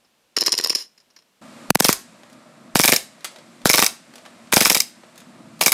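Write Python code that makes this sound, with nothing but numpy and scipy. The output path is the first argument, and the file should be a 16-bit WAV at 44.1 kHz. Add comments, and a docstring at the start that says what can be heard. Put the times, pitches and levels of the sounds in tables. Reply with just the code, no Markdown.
"""After a faint tick in near silence, a gas airsoft pistol fires a fast, muffled burst in a walled yard.
The first part is heard from behind through a closed microphone housing, the rest from the side by an open microphone
whose sound drops out after the strongest pops. Slide contacts are noise bursts ringing in body modes;
gas pops and vents are cracks plus a low pressure push, and from the side a hiss. Walls are decaying noise tails.
Coloured noise makes the faint air behind, and the rumble, far traffic and hiss at the side."""
import sys
import numpy as np
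from scipy import signal
from scipy.fft import rfft, irfft, next_fast_len
from scipy.io import wavfile
from scipy.ndimage import uniform_filter1d, map_coordinates

SR = 44100
rng = np.random.default_rng(int(sys.argv[2]) if len(sys.argv) > 2 else 0)


def field_ratio(decibels):
    """Amplitude ratio for a level in dB (20 dB per decade); scalars and array-likes work."""
    return 10 ** (np.asarray(decibels, dtype=float) / 20)


def dump(signal):
    """Clip the signal to [-1, 1] and save it as 16-bit WAV at the path in sys.argv[1]."""
    limited = np.clip(np.atleast_2d(signal).T, -1, 1)
    pcm = np.round(limited * 32767).astype(np.int16)
    wavfile.write(sys.argv[1], SR, pcm)


N = 252681
SWITCH_S = 1.412  # the listening point moves from behind to the side
POP_LEAD_S, VENT_LEAD_S = 0.0015, 0.001067  # the crack precedes the low push

# gas pops at the muzzle: (time [s], crack level [dB], low push level [dB])
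POPS = [(0.368, -11, -22), (0.4175, -14, -15), (0.4713, -11.5, -22.5), (0.5286, -11.5, -18),
        (.588, -15.5, -27), (0.6475, -10.5, -21), (.704, -12.5, -16), (0.7577, -17, -19.5),
        (1.7055, -7, 3.5), (1.7562, -7, 0.5), (1.8067, -9, -0.5), (1.8503, -9.5, -4), (1.8922, -5.5, 3),
        (2.7571, -7, 3), (2.7984, -10, 1), (2.843, -8.5, -29.5), (2.8845, -8, -11), (2.9265, -5, -3),
        (3.6576, -5, 3.5), (3.6999, -5.5, -4), (3.741, -5, -10.5), (3.7833, -5.5, -23), (3.8259, -4, -6.5),
        (4.527, -6.5, -44), (4.5697, -5, 3.5), (4.6136, -7, -2.5), (4.6579, -4, -16.5),
        (4.7053, -11.5, -10.5), (4.7543, -10, -39.5), (5.6132, -6.5, -31.5), (5.6671, -18, -7.5),
        (5.729, -13.5, -14)]
# gas vents as the slide opens: (time [s], crack level [dB], low push level [dB])
VENTS = [(0.375, -16.5, -11), (0.4259, -17.5, -15), (0.4803, -16, -30.5), (0.5396, -18.5, -21.5),
         (0.599, -20.5, -20.5), (0.6606, -20, -19), (.729, -30, -26), (1.8573, -12.5, -28),
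         (1.8989, -18, -32.5), (2.7647, -26, -31), (2.805, -12.5, -13), (2.8503, -13.5, -6.5),
         (2.8919, -17.5, -4.5), (2.9345, -14, -6.5), (3.663, -22, -33.5), (3.7073, -12, -24),
         (3.7476, -9, -9), (3.7913, -9, -5), (3.8353, -20.5, -10), (4.535, -12.5, -4), (4.5786, -13.5, -15),
         (4.6225, -17, -10), (4.668, -27.5, -9.5), (4.7158, -21, -9), (4.7661, -22, -10.5),
         (5.6254, -19, -16.5), (5.6807, -12, -17.5)]
# slide hits its rear stop: (time [s], level [dB])
STOPS = [(0.3855, -14), (0.4367, -20), (.4923, -20.5), (.5513, -21), (0.6113, -19), (0.6724, -18),
         (1.8239, -21.5), (1.8657, -12.5), (1.905, -26), (2.7707, -14.5), (2.815, -10), (2.8566, -6.5),
         (2.8995, -8), (2.94, -11.5), (3.6715, -12), (3.714, -8.5), (3.757, -9), (3.7995, -11.5),
         (3.8437, -8.5), (4.5405, -6), (4.586, -21), (4.6319, -11), (4.6768, -11.5), (4.729, -11.5),
         (4.7794, -14.5), (5.6356, -13), (5.6931, -15.5)]
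# slide slams home: (time [s], level [dB], extra ringing [dB])
SLAMS = [(0.4084, -12, -1.5), (0.4621, -12.5, -3), (0.5204, -10.5, 5), (0.5779, -13.5, 0),
         (0.6385, -15, -0.5), (0.6963, -13, -10), (0.7498, -12, -9), (1.7495, -14, -7), (1.801, -7, -5),
         (1.844, -8.5, -3), (1.8847, -8.5, -0.5), (1.9278, -8, 0), (2.7916, -8.5, -2), (2.8356, -8.5, -2),
         (2.8775, -6, 1), (2.9198, -7.5, 6), (2.9617, -9.5, 0.5), (3.6928, -10, 0), (3.7323, -8, -4),
         (3.7752, -12, 12), (3.8189, -11.5, 4), (3.8633, -7.5, 9.5), (4.5624, -6, 5), (4.6061, -7.5, -1.5),
         (4.6495, -8.5, -1), (4.6985, -3.5, -2.5), (4.7469, -6.5, -1), (4.8025, -6.5, 5.5),
         (5.6609, -4, -3), (5.7198, -3, -3)]
# lighter knocks of the slide on its way: (time [s], level [dB])
RATTLES = [(0.398, -29), (0.406, -32), (0.4484, -29.5), (0.4555, -30), (.5042, -32.5), (.535, -24),
           (.563, -41), (0.5687, -33), (0.6225, -33), (.6306, -30), (.6557, -30.5), (0.684, -31),
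           (2.83, -17), (3.7695, -17), (3.8566, -22), (3.8792, -19), (4.617, -16.5), (4.627, -15.5),
           (4.6643, -11), (4.6713, -14), (4.7211, -12.5), (4.7714, -11.5), (4.8195, -18.5), (5.6182, -12.5),
           (5.6711, -10)]
# trigger, hand and other small ticks: (time [s], level [dB], added tilt [dB/octave])
TICKS = [(.047, -59, -19), (0.3643, -24, -6), (.9772, -48.5, -0.5), (1.0006, -52, .5), (1.1024, -56.5, -3),
         (1.1628, -43, -3), (1.188, -48.5, -1), (1.2216, -57, -5), (2.2336, -39.5, -5), (2.2994, -45, -2),
         (2.3294, -41.5, 0), (3.2075, -40.5, -3), (3.2448, -15, 2), (3.2502, -19, 0.5), (3.3606, -36, -4.5),
         (3.386, -40, -5), (3.6165, -41, -4), (4.138, -39, -2.5), (4.1565, -31.5, 0), (4.1814, -37, -2),
         (4.253, -38.5, -3), (4.261, -34.5, -4), (4.305, -52, 9), (4.4727, -45, -6), (5.035, -40, -11),
         (5.1578, -40, 0), (5.1781, -31, 2), (5.2027, -37, 1), (5.218, -42.5, -5), (5.5932, -32, 3)]


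def strokes(colour, start_s, end_s):
    """Contacts and cracks as (s, dB, t60 s, tilt, ringing dB): those of the gun's cycle, then the ticks."""
    kinds = [
        [(s - POP_LEAD_S, db, 0, 0) for s, db, _ in POPS],
        [(s - VENT_LEAD_S, db, 0, 0) for s, db, _ in VENTS],
        [(s, db, 0, 0) for s, db in STOPS],
        [(s, db, 0, ring_db) for s, db, ring_db in SLAMS],
        [(s, db, 0, 0) for s, db in RATTLES],
        [(s, db, tilt, 0) for s, db, tilt in TICKS],
    ]
    coloured = []
    for rows, (t60, tilt, ring_db) in zip(kinds, colour):
        coloured.append([(s, db, t60, tilt + own_tilt, ring_db + more_db)
                         for s, db, own_tilt, more_db in rows if start_s <= s < end_s])
    *cycle, ticks = coloured
    return sum(cycle, []), ticks


def clacks(rows, modes, broad_db, low_hz, high_hz, rise_s, strike, spiky_db, scatter_db):
    """A first-sample strike and spiky decaying noise; returns the straight part and the part ringing in the modes."""
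    s, db, t60, tilt, ring_db = np.transpose(rows)[:, :, None]
    t = np.arange(3072) / SR
    noise = rng.standard_normal((len(rows), 2, len(t)))
    spikes_and_decay_db = spiky_db * noise[:, 1] - 60 * t / np.clip(t60, 0.002, 0.2)
    burst = noise[:, 0] * field_ratio(spikes_and_decay_db) * (1 - np.exp(-t / rise_s))
    burst[:, 0] = strike
    scatter = scatter_db * rng.standard_normal((len(rows), len(modes)))

    def paths(hz):
        slope = (1 + 1j * hz / 1500) ** (np.clip(tilt, -9, 9) / 6.02)  # tilt acts above about 1.5 kHz
        straight = field_ratio(broad_db) * high_pass(hz, low_hz, 0.91) / (1 + 1j * hz / high_hz)
        ringing = field_ratio(ring_db) * rings(hz, modes, scatter)
        return [straight * slope, ringing * slope]

    sound = filtered(burst, paths, size=1024)
    loudest = np.sqrt(uniform_filter1d(sound.sum(0) ** 2, size=88).max(1, keepdims=True))  # 2 ms rms
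    sound *= field_ratio(db) / loudest
    where = np.round(s * SR).astype(int) + np.arange(len(t))
    return [np.bincount(where.ravel(), part.ravel(), N + len(t))[:N] for part in sound]


def rings(hz, modes, scatter_db):
    """Sum of well-damped resonances of alternating sign, at new strengths for every row of scatter."""
    total = 0
    for k, (centre_hz, width_hz, db) in enumerate(modes):
        q_term = 1j * (hz / centre_hz - centre_hz / hz) * centre_hz / max(width_hz, 200)
        total = total + (-1) ** k * field_ratio(db + scatter_db[:, k:k + 1]) / (1 + q_term)
    return total


def releases(start_s, end_s):
    """Low pushes of gas between two times, as (s, dB)."""
    return [(s, db) for s, _, db in POPS + VENTS if start_s <= s < end_s]


def pops(rows, length_s, front_s, spike):
    """Each release of gas: a thin pressure spike, then a longer swing the other way."""
    t = np.arange(800) / SR
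    pulse = spike * np.exp(-(t / front_s) ** 2) - t / length_s * np.exp(1 - t / length_s)
    return np.convolve(kicks(rows), pulse)[:N]


def jet(rows, t60_s, soften):
    """Gas hisses on round the slide; an exponent below 1 narrows the gap between weak and strong releases."""
    flow = signal.lfilter([1], [1, -field_ratio(-60 / t60_s / SR)], kicks(rows) ** soften)
    turbulence = rng.standard_normal(N) * field_ratio(wobble(900))
    hiss = filtered(turbulence, lambda hz: high_pass(hz, 700, 0.085) / (1 + 1j * hz / 6000))
    return flow * unit(hiss)


# gas leaking as the pressure runs low: (start [s], end [s], start level [dB], extra fall after end [dB/s])
LEAK = [(0.703, .733, -30, 7999), (0.751, 0.82, -30, 378)]


def leak(modes):
    """Fluttering noise through the given modes, sagging as the pressure falls."""
    sag_db_per_s = 64
    t = np.arange(N) / SR
    flow = 0
    for start, end, db, release in LEAK:
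        level_db = db - sag_db_per_s * (t - start) - release * np.maximum(t - end, 0)
        flow = flow + (t > start) * field_ratio(level_db)
    noise = filtered(rng.standard_normal(N), lambda hz: rings(hz, modes, np.zeros((1, len(modes))))[0])
    return unit(noise) * flow * field_ratio(1.4 * wobble(220))


# hammer swings in before a burst, beside: (time [s], level [dB])
HAMMERS = [(1.7005, -26), (2.7500, -22.5), (3.6491, -27), (4.5196, -22), (5.607, -23.5)]


def hammers(modes):
    """Swelling noise bursts with no sharp strike, straight and ringing parts."""
    rows = [(s, db, 0.04, 4, -5) for s, db in HAMMERS]
    return clacks(rows, modes, broad_db=-5.5, low_hz=900, high_hz=9000,
                  rise_s=0.004, strike=0, spiky_db=5, scatter_db=0.5)


# decay of the wall answer: (frequency [Hz], t60 before scaling [s])
YARD = [(200, 0.37), (1000, 0.24), (3000, 0.3), (8000, 0.29), (14000, 0.093)]


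def yard(x, scale, delay_s):
    """Block walls answer: a noise tail in which each frequency dies at its own speed."""
    hz, t, z = signal.stft(rng.standard_normal(SR // 2), SR, nperseg=256)
    decay = field_ratio(-60 * t / scale / along(YARD, hz)[:, None])
    tail = signal.istft(z * decay, SR, nperseg=256)[1]
    late = np.pad(x, (round(delay_s * SR), 0))
    return signal.fftconvolve(late, tail / np.linalg.norm(tail))[:N]


# colour of pop, vent, stop, slam, rattle, tick: (t60 [s], tilt [dB/octave], ringing [dB])
COLOUR_BEHIND = [(0.016, 0, 6), (0.02, -7, -0.5), (0.0073, 1.5, 14), (0.027, 3.5, -2.5), (0.032, -2.5, 14),
                 (0.057, -1.5, 2)]
# pistol through the housing: (centre [Hz], width, at least 200 used [Hz], level [dB])
HOUSING = [(443, 190, -14), (1070, 100, -12), (1884, 510, -11.5), (2910, 406, -8.5), (4180, 190, -2.5),
           (4440, 52, -5), (5140, 314, 6), (5620, 425, 0.5), (6570, 450, -8), (7300, 280, -9.5),
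           (7680, 370, -20), (9530, 270, -8), (11700, 890, -14.5), (11550, 290, -25), (13400, 380, -29),
           (14800, 720, -29.5)]


def behind():
    """The housing muffles the pops and lets the clacks whistle near 5 kHz."""
    cycle, ticks = strokes(COLOUR_BEHIND, 0, SWITCH_S)
    gun = sum(clacks(cycle + ticks, HOUSING, broad_db=-30, low_hz=206, high_hz=1516,
                     rise_s=0.00046, strike=5.2, spiky_db=6.0, scatter_db=2.0))
    push = pops(releases(0, SWITCH_S), length_s=0.00048, front_s=0.00022, spike=0.3)
    gun += filtered(push, lambda hz: 0.76 * high_pass(hz, 390, 1.1) * high_pass(hz, 143, 0.92)
                    / (1 + 1j * hz / 2000))
    walls = field_ratio(-17) * yard(gun, scale=1.0, delay_s=0.0024)
    return gun + leak(HOUSING) + walls + behind_air()


# colour of pop, vent, stop, slam, rattle, tick: (t60 [s], tilt [dB/octave], ringing [dB])
COLOUR_SIDE = [(.016, -1, -3.5), (.02, 1, 4.5), (.014, 8, 6), (.02, 5.5, 8.5), (.02, 7.5, 5),
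               (.035, 2, -20)]
# ringing of the slide: (centre [Hz], width, at least 200 used [Hz], level [dB])
SLIDE = [(1137, 83, -6), (1340, 110, -10), (2327, 140, -8.5), (2312, 165, 11), (3760, 130, -3.5),
         (5404, 700, 5.5), (6600, 170, -7.5), (7120, 170, -4), (10670, 550, -17), (13600, 340, -7)]


def side():
    """Open microphone: its steep low cut rings after every pop; all but thump, clicks and circuit noise drops out."""
    gas = releases(SWITCH_S, N / SR)
    cycle, ticks = strokes(COLOUR_SIDE, SWITCH_S, N / SR)
    crack, ring = clacks(cycle, SLIDE, broad_db=-1, low_hz=405, high_hz=12300,
                         rise_s=0.000056, strike=2.0, spiky_db=7, scatter_db=2.0)
    soft = clacks(ticks, SLIDE, broad_db=10, low_hz=411, high_hz=9000,
                  rise_s=0.0002, strike=4.7, spiky_db=3.5, scatter_db=9)
    soft = filtered(np.array(soft), lambda hz: 1 / (1 + 1j * hz / 11000) ** 3)  # hands, plastic: little top
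    swing = hammers(SLIDE)
    crack = crack + soft[0] + swing[0] + field_ratio(-16.0) * jet(gas, t60_s=0.065, soften=0.63)
    ring = ring + soft[1] + swing[1]
    push = pops(gas, length_s=0.00013, front_s=0.00004, spike=1.87)
    to_walls = crack + 0.33 * ring  # less of the ringing goes into the walls, so their answer sounds less tonal
    near_walls = field_ratio(-7.5) * yard(to_walls + 0.18 * push, scale=0.74, delay_s=0.005)
    far_walls = field_ratio(-23.5) * yard(to_walls, scale=1.26, delay_s=0.062)
    thump = filtered(push, lambda hz: 1.43 * high_pass(hz, 191.6, 1.59) * high_pass(hz, 63, 0.64))
    interrupted = field_ratio(gaps_db()) * (crack + ring + near_walls + far_walls + side_air())
    circuit_noise = field_ratio(-80) * rush(HISS)
    return interrupted + thump + gap_clicks() + circuit_noise


# long dropouts after the first three side pops: (start [s], end [s], level [dB], recovery [s])
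LONG_GAPS = [(1.7092, 1.744, -44, 0.0053), (1.7578, 1.783, -43, .012), (1.8086, 1.819, -19, .004)]


def gaps_db():
    """Gain in dB: a brief dip after each strong pop, plus the long dropouts."""
    strong_db, blink_s, blink_db, blink_back_s = -3.2, 0.002, -9, 0.003
    blinks = [(s + 0.0004, s + 0.0005 + blink_s, blink_db, blink_back_s)
              for s, _, db in POPS if db > strong_db]
    t = np.arange(N) / SR
    return sum(np.interp(t, [start - 0.0003, start, end, end + back], [0, db, db, 0])
               for start, end, db, back in blinks + LONG_GAPS)


# thin clicks inside the second long gap: (time [s], level before filtering [dB])
GAP_CLICKS = [(1.7702, -23), (1.7727, -17), (1.7768, -25)]


def gap_clicks():
    """Band-limited impulses."""
    return filtered(kicks(GAP_CLICKS), lambda hz: high_pass(hz, 600, 0.7) / (1 + 1j * hz / 11000))


# faint air behind the pistol: (frequency [Hz], relative density [dB/Hz])
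BEHIND_AIR = [(24, -34), (40, -12.5), (84, -12.5), (233, 1), (422, -5.5), (466, -2), (1920, -9), (2850, -7),
              (8270, -15), (13600, -19.5), (15000, -20.5)]


def behind_air():
    """Steady coloured noise."""
    return field_ratio(-64.5) * rush(BEHIND_AIR)


# low rumble, far traffic, high hiss: (frequency [Hz], relative density [dB/Hz])
RUMBLE = [(30, -52), (60, -36.5), (103, -16), (170, -5), (205, -3), (237, 2.5), (280, -7), (350, -7.5),
          (420, -32), (550, -41), (900, -120)]
TRAFFIC = [(220, -37), (380, -7), (424, -9), (634, 2.5), (785, -6.5), (1260, -5), (1550, -14),
           (2500, -18.5), (3250, -54), (5500, -120)]
HISS = [(880, -41), (1500, 1), (2340, -1), (2860, -3), (3090, -4.5), (3820, -3.5), (5840, -7.5), (6610, -9),
        (7420, -6), (8830, -9), (13100, -20), (15000, -53.5)]
# slow drift before sinking: (time [s], rumble level [dB], traffic level [dB], hiss level [dB])
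SIDE_AIR = [(1.42, -45.5, -49, -53), (1.6, -47.5, -47, -51), (2.2, -52.5, -48.5, -56.5),
            (2.7, -49.5, -51.5, -57), (3.25, -57, -49, -56), (3.6, -50.5, -51.5, -55.5),
            (4.151, -54, -49, -56), (4.5, -49, -53, -54.5), (5.05, -54.5, -48.5, -56),
            (5.45, -45, -50.5, -57.5), (5.73, -46, -51, -55)]
# shift at each pop, one value each for rumble, traffic, hiss [dB]
SINK_DB = [-2.5, -16.5, 0.5]


def side_air():
    """Drifting noise bands: at each pop traffic sinks far, rumble a little, hiss rises slightly; all creep back."""
    creep_s = 0.32
    t = np.arange(N) / SR
    shots = np.array([s for s, *_ in POPS if s > SWITCH_S])
    since = t - shots[np.maximum(np.searchsorted(shots, t) - 1, 0)]
    sunk = (since > 0) * np.exp(-np.abs(since) / creep_s)
    rumble_db, traffic_db, hiss_db = [db + sink_db * sunk for db, sink_db in zip(curves(SIDE_AIR), SINK_DB)]
    rumble = field_ratio(rumble_db + 1.5 * wobble(11)) * rush(RUMBLE)
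    traffic = field_ratio(traffic_db) * (rush(TRAFFIC) * field_ratio(1.4 * wobble(9)) + far_machine())
    hiss = field_ratio(hiss_db + 0.4 * wobble(4.2)) * rush(HISS)
    return rumble + traffic + hiss


# a far machine's hum: (frequency [Hz], sine amplitude re traffic rms [dB])
HUM = [(1238, -15), (1351, -14)]


def far_machine():
    """Sines with unsteady level and phase."""
    t = np.arange(N) / SR
    return sum(field_ratio(db + 2.5 * wobble(8)) * np.sin(2 * np.pi * hz * t + 1.5 * wobble(20)) for hz, db in HUM)


def along(points, hz):
    """Interpolates (Hz, value) points on a log axis."""
    f, v = np.transpose(points)
    return np.interp(np.log(hz + 1), np.log(f + 1), v)


def curves(rows):
    """One value per sample for each column after the time."""
    s, *cols = np.transpose(rows)
    return [np.interp(np.arange(N) / SR, s, c) for c in cols]


def filtered(x, response, size=8192):
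    """x times a complex response of frequency; 1 Hz is added to avoid zero."""
    m = next_fast_len(x.shape[-1] + size)
    return irfft(rfft(x, m) * response(np.fft.rfftfreq(m, 1 / SR) + 1), m)[..., :x.shape[-1]]


def unit(x):
    """Scaled to rms 1."""
    return x / np.sqrt(np.mean(x ** 2))


def rush(spectrum):
    """Coloured noise of rms 1."""
    return unit(filtered(rng.standard_normal(N), lambda hz: field_ratio(along(spectrum, hz))))


def wobble(rate_hz):
    """A smooth random curve, rate_hz knots a second."""
    knots = rng.standard_normal(int(N * rate_hz / SR) + 4)
    return map_coordinates(knots, [np.arange(N) * rate_hz / SR])


def high_pass(hz, corner_hz, q):
    """A resonant second-order high-pass."""
    s = 1j * hz / corner_hz
    return s * s / (s * s + s / q + 1)


def kicks(rows):
    """One impulse for each (s, dB) row."""
    train = np.zeros(N)
    for s, db in rows:
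        train[round(s * SR)] = field_ratio(db)
    return train


def scene():
    """Behind the pistol, then beside it, with a 5.4 ms crossfade."""
    moved = np.clip((np.arange(N) / SR - SWITCH_S) / 0.0054, 0, 1)
    return ((1 - moved) * behind() + moved * side())[None]


def band_limit(x):
    """A steep low-pass at the top of the band."""
    return signal.sosfilt(signal.butter(12, 16460, fs=SR, output="sos"), x)


def record(dry):
    """The loudest pops hit the converter's soft ceiling; bass and top are cut."""
    ceiling = 0.98
    clipped = dry / (1 + np.abs(dry / ceiling) ** 8) ** (1 / 8)
    band = filtered(clipped, lambda hz: np.abs(high_pass(hz, 30, 0.92)) / np.sqrt(1 + (hz / 14900) ** 60))
    return band_limit(band)


dry = scene()
out = record(dry)
dump(out)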